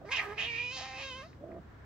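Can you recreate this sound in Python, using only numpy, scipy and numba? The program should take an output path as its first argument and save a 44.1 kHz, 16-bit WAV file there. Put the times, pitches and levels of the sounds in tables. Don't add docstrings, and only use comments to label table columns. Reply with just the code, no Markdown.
import sys
import numpy as np
from scipy import signal
from scipy.fft import rfft, irfft, next_fast_len
from scipy.io import wavfile
from scipy.ndimage import uniform_filter1d, map_coordinates
from numba import njit

SR = 44100
rng = np.random.default_rng(int(sys.argv[2]) if len(sys.argv) > 2 else 0)


def digitize_waveform(pressure):
    field = np.atleast_2d(pressure).T
    bounded = np.clip(field, -1, 1)
    quanta = np.round(bounded * 32767).astype(np.int16)
    wavfile.write(sys.argv[1], SR, quanta)


N = 81585

# [t/s, pitch f/Hz, roughness 0-1, period doubling 0-1]
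FOLD_COURSE = [(.05, 370.8, .07, 0.7), (.08, 410.6, .4, 0.4), (.105, 499.2, 0.58, .3), (.15, 529.8, 0.6, 0),
               (.18, 427.4, 0.86, 0.35), (.24, 402.5, 0.86, .17), (.335, 419.4, 0.62, 0.3),
               (.38, 421, 0.63, 0.35), (.42, 446.3, 0.88, 1), (.46, 467.9, 0.68, .4),
               (.49, 471.8, 0.18, .05), (.56, 462, 0.19, .1), (.583, 479.9, 0.31, 0),
               (.695, 489.3, 0, 0.03), (.718, 512.6, 0.14, 0.1), (.757, 532, .08, 0), (.775, 522.5, .3, .9),
               (.805, 514.6, 0.74, 0.9), (.84, 531, .33, 0.9), (.92, 519.1, 0.21, .8),
               (.965, 527.2, 0.27, 0.2), (1.012, 542.8, 0.83, 1), (1.045, 540.4, .15, 0),
               (1.14, 504, 0, 0.05), (1.183, 530.8, .05, 0.05), (1.215, 538, 0.1, 0),
               (1.245, 639.6, .05, 0), (1.28, 703, 0.1, 0.4), (1.37, 707.4, 0.9, 0.4)]


def amp(db):
    return 10 ** (np.asarray(db) / 20)


def unit(x):
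    return x / np.sqrt(np.mean(x ** 2) + 1e-20)


def even(x):
    power = uniform_filter1d(uniform_filter1d(x * x, size=600), size=400)
    return x / np.sqrt(np.abs(power) + 1e-12)


def along(points, hz):
    f, v = np.transpose(points)
    return np.interp(np.log(hz + 1), np.log(f + 1), v)


def curves(rows):
    s, *cols = np.transpose(rows)
    return [np.interp(np.arange(N) / SR, s, c) for c in cols]


def during(rows):
    t = np.arange(N) / SR
    inside = (t > rows[0][0]) & (t < rows[-1][0])
    return uniform_filter1d(1. * inside, size=400)


def wobble(rate):
    knots = rng.standard_normal(N // 8)
    return map_coordinates(knots, [np.arange(N) * rate / SR], mode="wrap")


def filtered(x, response):
    m = next_fast_len(N + SR // 2)
    return irfft(rfft(x, m) * response(np.fft.rfftfreq(m, 1 / SR)), m)[..., :N]


def coloured(x, points):
    m = 2 * next_fast_len(N)
    cepstrum = irfft(np.log(amp(along(points, np.fft.rfftfreq(m, 1 / SR)))))
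    cepstrum[1:m // 2] *= 2
    cepstrum[m // 2 + 1:] = 0
    return irfft(rfft(x, m) * np.exp(rfft(cepstrum)))[..., :N]


@njit
def resonate(x, g, damping):
    y, a, b = np.zeros(len(x)), 0., 0.
    for i in range(len(x)):
        band = (a + g[i] * (x[i] - b)) / (1 + g[i] * (g[i] + damping[i]))
        a, b = 2 * band - a, b + 2 * g[i] * band
        y[i] = band * damping[i]
    return y


def cavity(x, centre, width):
    g, damping = np.tan(np.pi * centre / SR), width / centre
    return resonate(resonate(x, g, damping), g, damping)


def stereo_noise(spectrum):
    # [f/Hz, correlation]
    alike = [(60, 0.97), (250, 0.69), (1000, 0.06), (8000, 0.1)]

    def mid_side_response(hz):
        turn = np.arccos(np.clip(along(alike, hz), -1, 1)) / 2
        return amp(along(spectrum, hz)) * [np.cos(turn), np.sin(turn)]

    mid, side = filtered(rng.standard_normal((2, N)), mid_side_response)
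    return unit(np.array([mid + side, mid - side]))


def background():
    # [f/Hz, relative level/dB]
    air_colour = [(20, -29), (40, -3), (58, 3), (150, -4.5), (270, -3.5), (400, -9), (600, -13.5),
                  (1500, -17), (2400, -28.5), (5900, -39), (8300, -44), (9500, -56), (15500, -43.5)]
    # [f/Hz, mean level/dB]
    hum_tones = [(74, -62), (102, -62.5), (133, -63.5)]
    # [t/s, level/dB]
    rustle = [(1.5, -87), (1.58, -70), (1.77, -62), (1.85, -61.5)]
    # [f/Hz, relative level/dB]
    cloth = [(300, -36.5), (800, 10.5), (1700, 15), (2600, -0.5), (6000, -17), (12000, -43)]
    air_db = -55
    t = np.arange(N) / SR
    hum = 0
    for hz, db in hum_tones:
        tone = unit(np.sin(2 * np.pi * hz * t + .5 * wobble(6.3)))
        hum = hum + amp(db) * tone * amp(1.6 * wobble(2.2))
    rustle_db = curves(rustle)[0] + 0.68 * wobble(39)
    return amp(air_db) * stereo_noise(air_colour) + hum + amp(rustle_db) * stereo_noise(cloth)


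def growl():
    # [t/s, lower resonance f/Hz, overall level/dB]
    growl_course = [(0, 265, -58.5), (.05, 289, -53.5), (.08, 290, -95), (1.34, 285, -99.5),
                    (1.39, 281.5, -64), (1.42, 293, -51), (1.47, 339, -48.5), (1.52, 341, -47.5),
                    (1.583, 347, -46.5), (1.603, 328, -59)]
    # [multiple of the lower resonance, width of each stage/Hz, relative level/dB]
    modes = [(0.999, 41.2, -4.5), (1.93, 76, -2.5)]
    # [f/Hz, relative level/dB]
    rasp_colour = [(90, -48.5), (180, -0.5), (350, -6), (480, -3.5), (620, -9.5), (730, -9.5), (850, -24),
                   (1500, -26), (3000, -57.5)]
    pulse_hz, scatter = 50.06, .06
    puff_gain, rasp_db = 0.73, -5.5
    centre, level_db = curves(growl_course)
    cycles = np.cumsum(pulse_hz * (1 + scatter * wobble(60))) / SR
    pulses = unit(np.diff(np.floor(cycles), prepend=0))

    def puffs():
        return unit(rng.standard_normal(N) * (1 + 0.63 * np.cos(2 * np.pi * cycles)))

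    flow = pulses + puff_gain * puffs()
    ring = sum(amp(db) * even(cavity(flow, multiple * centre, width)) for multiple, width, db in modes)
    rasp = amp(rasp_db) * even(coloured(puffs(), rasp_colour))
    return during(growl_course) * amp(level_db) * (ring + rasp)


def pulses_clicks_and_bumps():
    # [t/s, f/Hz, envelope peak level/dB, time from peak to 1/e/s]
    short_sounds = [(0.018, 713, -44, 0.0032), (0.05, 630, -41.5, 0.0049), (.092, 2190, -40, 0.002),
                    (0.381, 3600, -38.5, 0.00017), (1.331, 2110, -49.5, 0.00038),
                    (1.441, 611, -36.5, 0.0028), (1.518, 2070, -51, 0.00075), (1.597, 177, -45.5, 0.0082)]
    t = np.arange(N) / SR
    total = 0
    for s, hz, db, half in short_sounds:
        swell = np.exp(-np.abs((t - s) / half) ** 2.3)
        total = total + amp(db) * swell * np.sin(2 * np.pi * hz * (t - s))
    return total


def folds(count=22):
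    jitter, quaver = .06, .007
    shimmer_db, partial_db = 2, 1.6
    breath, break_wander = .85, .5
    pitch, rough, doubling = curves(FOLD_COURSE)
    rough, doubling = np.clip(rough, 0, 1), np.clip(doubling, 0, 1)
    rate = pitch * (1 + jitter * rough * wobble(350) + quaver * wobble(59.5))
    phase = 2 * np.pi * np.cumsum(rate) / SR
    pulses = unit(sum(np.cos(k * phase) * amp(partial_db * wobble(24.96)) for k in range(1, count)))
    puffs = unit(rng.standard_normal(N) * (1 + 0.16 * np.cos(phase)))
    share = np.clip(breath * rough, 0, 1)
    flow = np.sqrt(1 - share) * pulses + np.sqrt(share) * puffs
    alternation = 1 + doubling * np.cos(phase / 2 + break_wander * wobble(70))
    return flow * alternation * amp(shimmer_db * rough * wobble(300)), phase


def hiss_and_yowl():
    # [t/s, centre f/Hz, width of each stage/Hz]
    mouth_course = [(.1, 2130, 800), (.13, 2530, 840), (.168, 2720, 800), (.2, 2040, 476), (.24, 1860, 990),
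                    (.33, 1930, 605), (.38, 2410, 705), (.405, 2540, 730), (.445, 2910, 1090),
                    (.475, 2680, 806), (.495, 2520, 520), (.53, 2380, 408), (.6, 2500, 380),
                    (.68, 2645, 480), (.75, 2760, 810), (.8, 2787, 1830), (.92, 2200, 892.4),
                    (1.01, 2600, 810), (1.08, 2700, 910), (1.15, 3080, 1220), (1.23, 2180, 1398)]
    # [t/s, centre f/Hz, level/dB]
    jaw_course = [(.04, 660, -86), (.094, 810, -51.5), (.13, 1030, -55), (.16, 910, -67.5),
                  (.188, 790, -46), (.228, 730, -54), (.336, 865, -54), (.37, 820, -62), (.39, 785, -53),
                  (.45, 743, -51.5), (.5, 826, -90)]
    # [f/Hz, relative level/dB]
    throat_colour = [(250, -35), (550, -11), (700, -3), (820, -1), (950, 0), (1060, -1), (1300, -3),
                     (1440, -6), (1600, -2), (1900, -7), (2500, -30)]
    mouth_colour = [(900, -42), (1500, -7), (2000, -1), (3300, 0.5), (4200, -6.5), (6000, -2.5),
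                    (9000, -42)]
    treble_colour = [(2600, -40), (3300, -2), (3900, 5.5), (4600, 4), (5400, 3.5), (5900, -2), (6600, -1),
                     (7200, -7), (8400, -27), (11000, -29), (15500, -72)]
    # [t/s, level/dB]
    fundamental_level = [
        [(0.04, -58), (0.078, -47.5), (0.162, -57), (0.18, -53.5), (0.248, -55), (0.27, -44.5), (0.32, -43),
         (0.365, -61)],
        [(0.372, -50), (0.41, -55.5), (0.47, -54.5), (0.842, -54.5), (0.868, -61.5), (1.056, -48),
         (1.08, -53.5), (1.268, -51.5), (1.3, -100)],
    ]
    throat_level = [
        [(.04, -67), (.132, -45.5), (.166, -50), (.235, -45.5), (.286, -53.5), (.332, -51), (0.365, -72)],
        [(0.372, -59), (0.39, -52), (0.506, -59.5), (0.702, -59), (0.86, -54), (0.876, -58.5), (1.208, -53.5),
         (1.3, -75.5)],
    ]
    mouth_level = [
        [(.04, -68), (.1, -69.5), (0.12, -31.5), (0.152, -37), (0.202, -32), (0.22, -49.5), (0.284, -54.5),
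         (0.334, -53.5), (0.365, -63.5)],
        [(0.372, -57), (0.382, -36), (0.396, -35.5), (0.498, -40.5), (0.616, -38), (0.634, -43), (0.914, -52.5),
         (1.03, -44.5), (1.206, -54.5), (1.3, -85)],
    ]
    treble_level = [
        [(.04, -75), (0.104, -62.5), (0.122, -42), (0.152, -51), (0.164, -43), (0.244, -64.5), (0.365, -69)],
        [(0.372, -61.5), (0.408, -48), (0.452, -54.5), (0.482, -57.5), (0.69, -54), (0.774, -42), (.87, -52),
         (.938, -56.5), (1.025, -49.5), (1.214, -59.5), (1.37, -80.5)],
    ]
    # [t/s, level/dB]
    break_level = [(.37, -64), (.41, -55), (.455, -62), (.49, -77.5), (.745, -79), (.77, -53), (.81, -47),
                   (.86, -48), (.94, -49.5), (1.015, -53.5), (1.05, -76), (1.1, -94)]
    fundamental_db, throat_db, mouth_db, treble_db = -1.5, 1, 0, -1
    mouth_air, treble_air, clear_air = 0.25, 1.5, .55
    jaw_width_hz, air_width_hz = 220, 790
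    flow, phase = folds()
    rough = curves(FOLD_COURSE)[1]

    def level(parts, trim_db):
        rows = [row for part in parts for row in part]
        return amp(curves(rows)[0]) * amp(trim_db)

    def air():
        return rng.standard_normal(N) * (clear_air + np.clip(rough, 0, 1))

    centre, width = curves(mouth_course)
    jaw_hz, jaw_db = curves(jaw_course)
    mouth = cavity(flow, centre, width) + mouth_air * cavity(air(), centre, width + air_width_hz)
    voice = level(fundamental_level, fundamental_db) * unit(np.cos(phase))
    broken = unit(np.cos(phase + phase / 2 + 2 * rough * wobble(110)))
    voice += amp(curves(break_level)[0]) * broken
    voice += amp(jaw_db) * even(cavity(flow, jaw_hz, jaw_width_hz))
    voice += level(throat_level, throat_db) * even(coloured(flow, throat_colour))
    voice += level(mouth_level, mouth_db) * even(coloured(mouth, mouth_colour))
    voice += level(treble_level, treble_db) * even(coloured(flow + treble_air * air(), treble_colour))
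    return during(FOLD_COURSE) * voice


def room(x):
    near_t60_s, far_t60_s, far_db = 0.016, 0.2, -11.5
    t = np.arange(SR // 2) / SR
    decay = amp(-60 * t / near_t60_s) + amp(far_db - 60 * t / far_t60_s)
    tail = rng.standard_normal((2, len(t))) * decay * (t > .001)
    return signal.fftconvolve(x[None], tail / np.linalg.norm(tail[0]), axes=1)[:, :N]


def scene():
    # [t/s, left minus right level/dB]
    pan = [(.1, -5), (.3, -6.5), (.57, -8.5), (.8, -2), (1.05, -4.5), (1.25, -2), (1.5, -4)]
    # [f/Hz, relative level/dB]
    walls = [(300, -24), (700, -5), (1300, 4.5), (8000, -1.5)]
    lag_s, room_db = .00004, -4
    cat = hiss_and_yowl() + growl() + pulses_clicks_and_bumps()
    pan_db, = curves(pan)
    sides = np.array([[-1], [1]])
    direct = filtered(cat, lambda hz: np.exp(1j * np.pi * hz * lag_s * sides))
    direct = direct * amp([pan_db / 2, -pan_db / 2])
    return direct + amp(room_db) * room(coloured(cat, walls)) + background()


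def record(dry):
    return filtered(dry, lambda hz: hz < 15800)


dry = scene()
out = record(dry)
digitize_waveform(out)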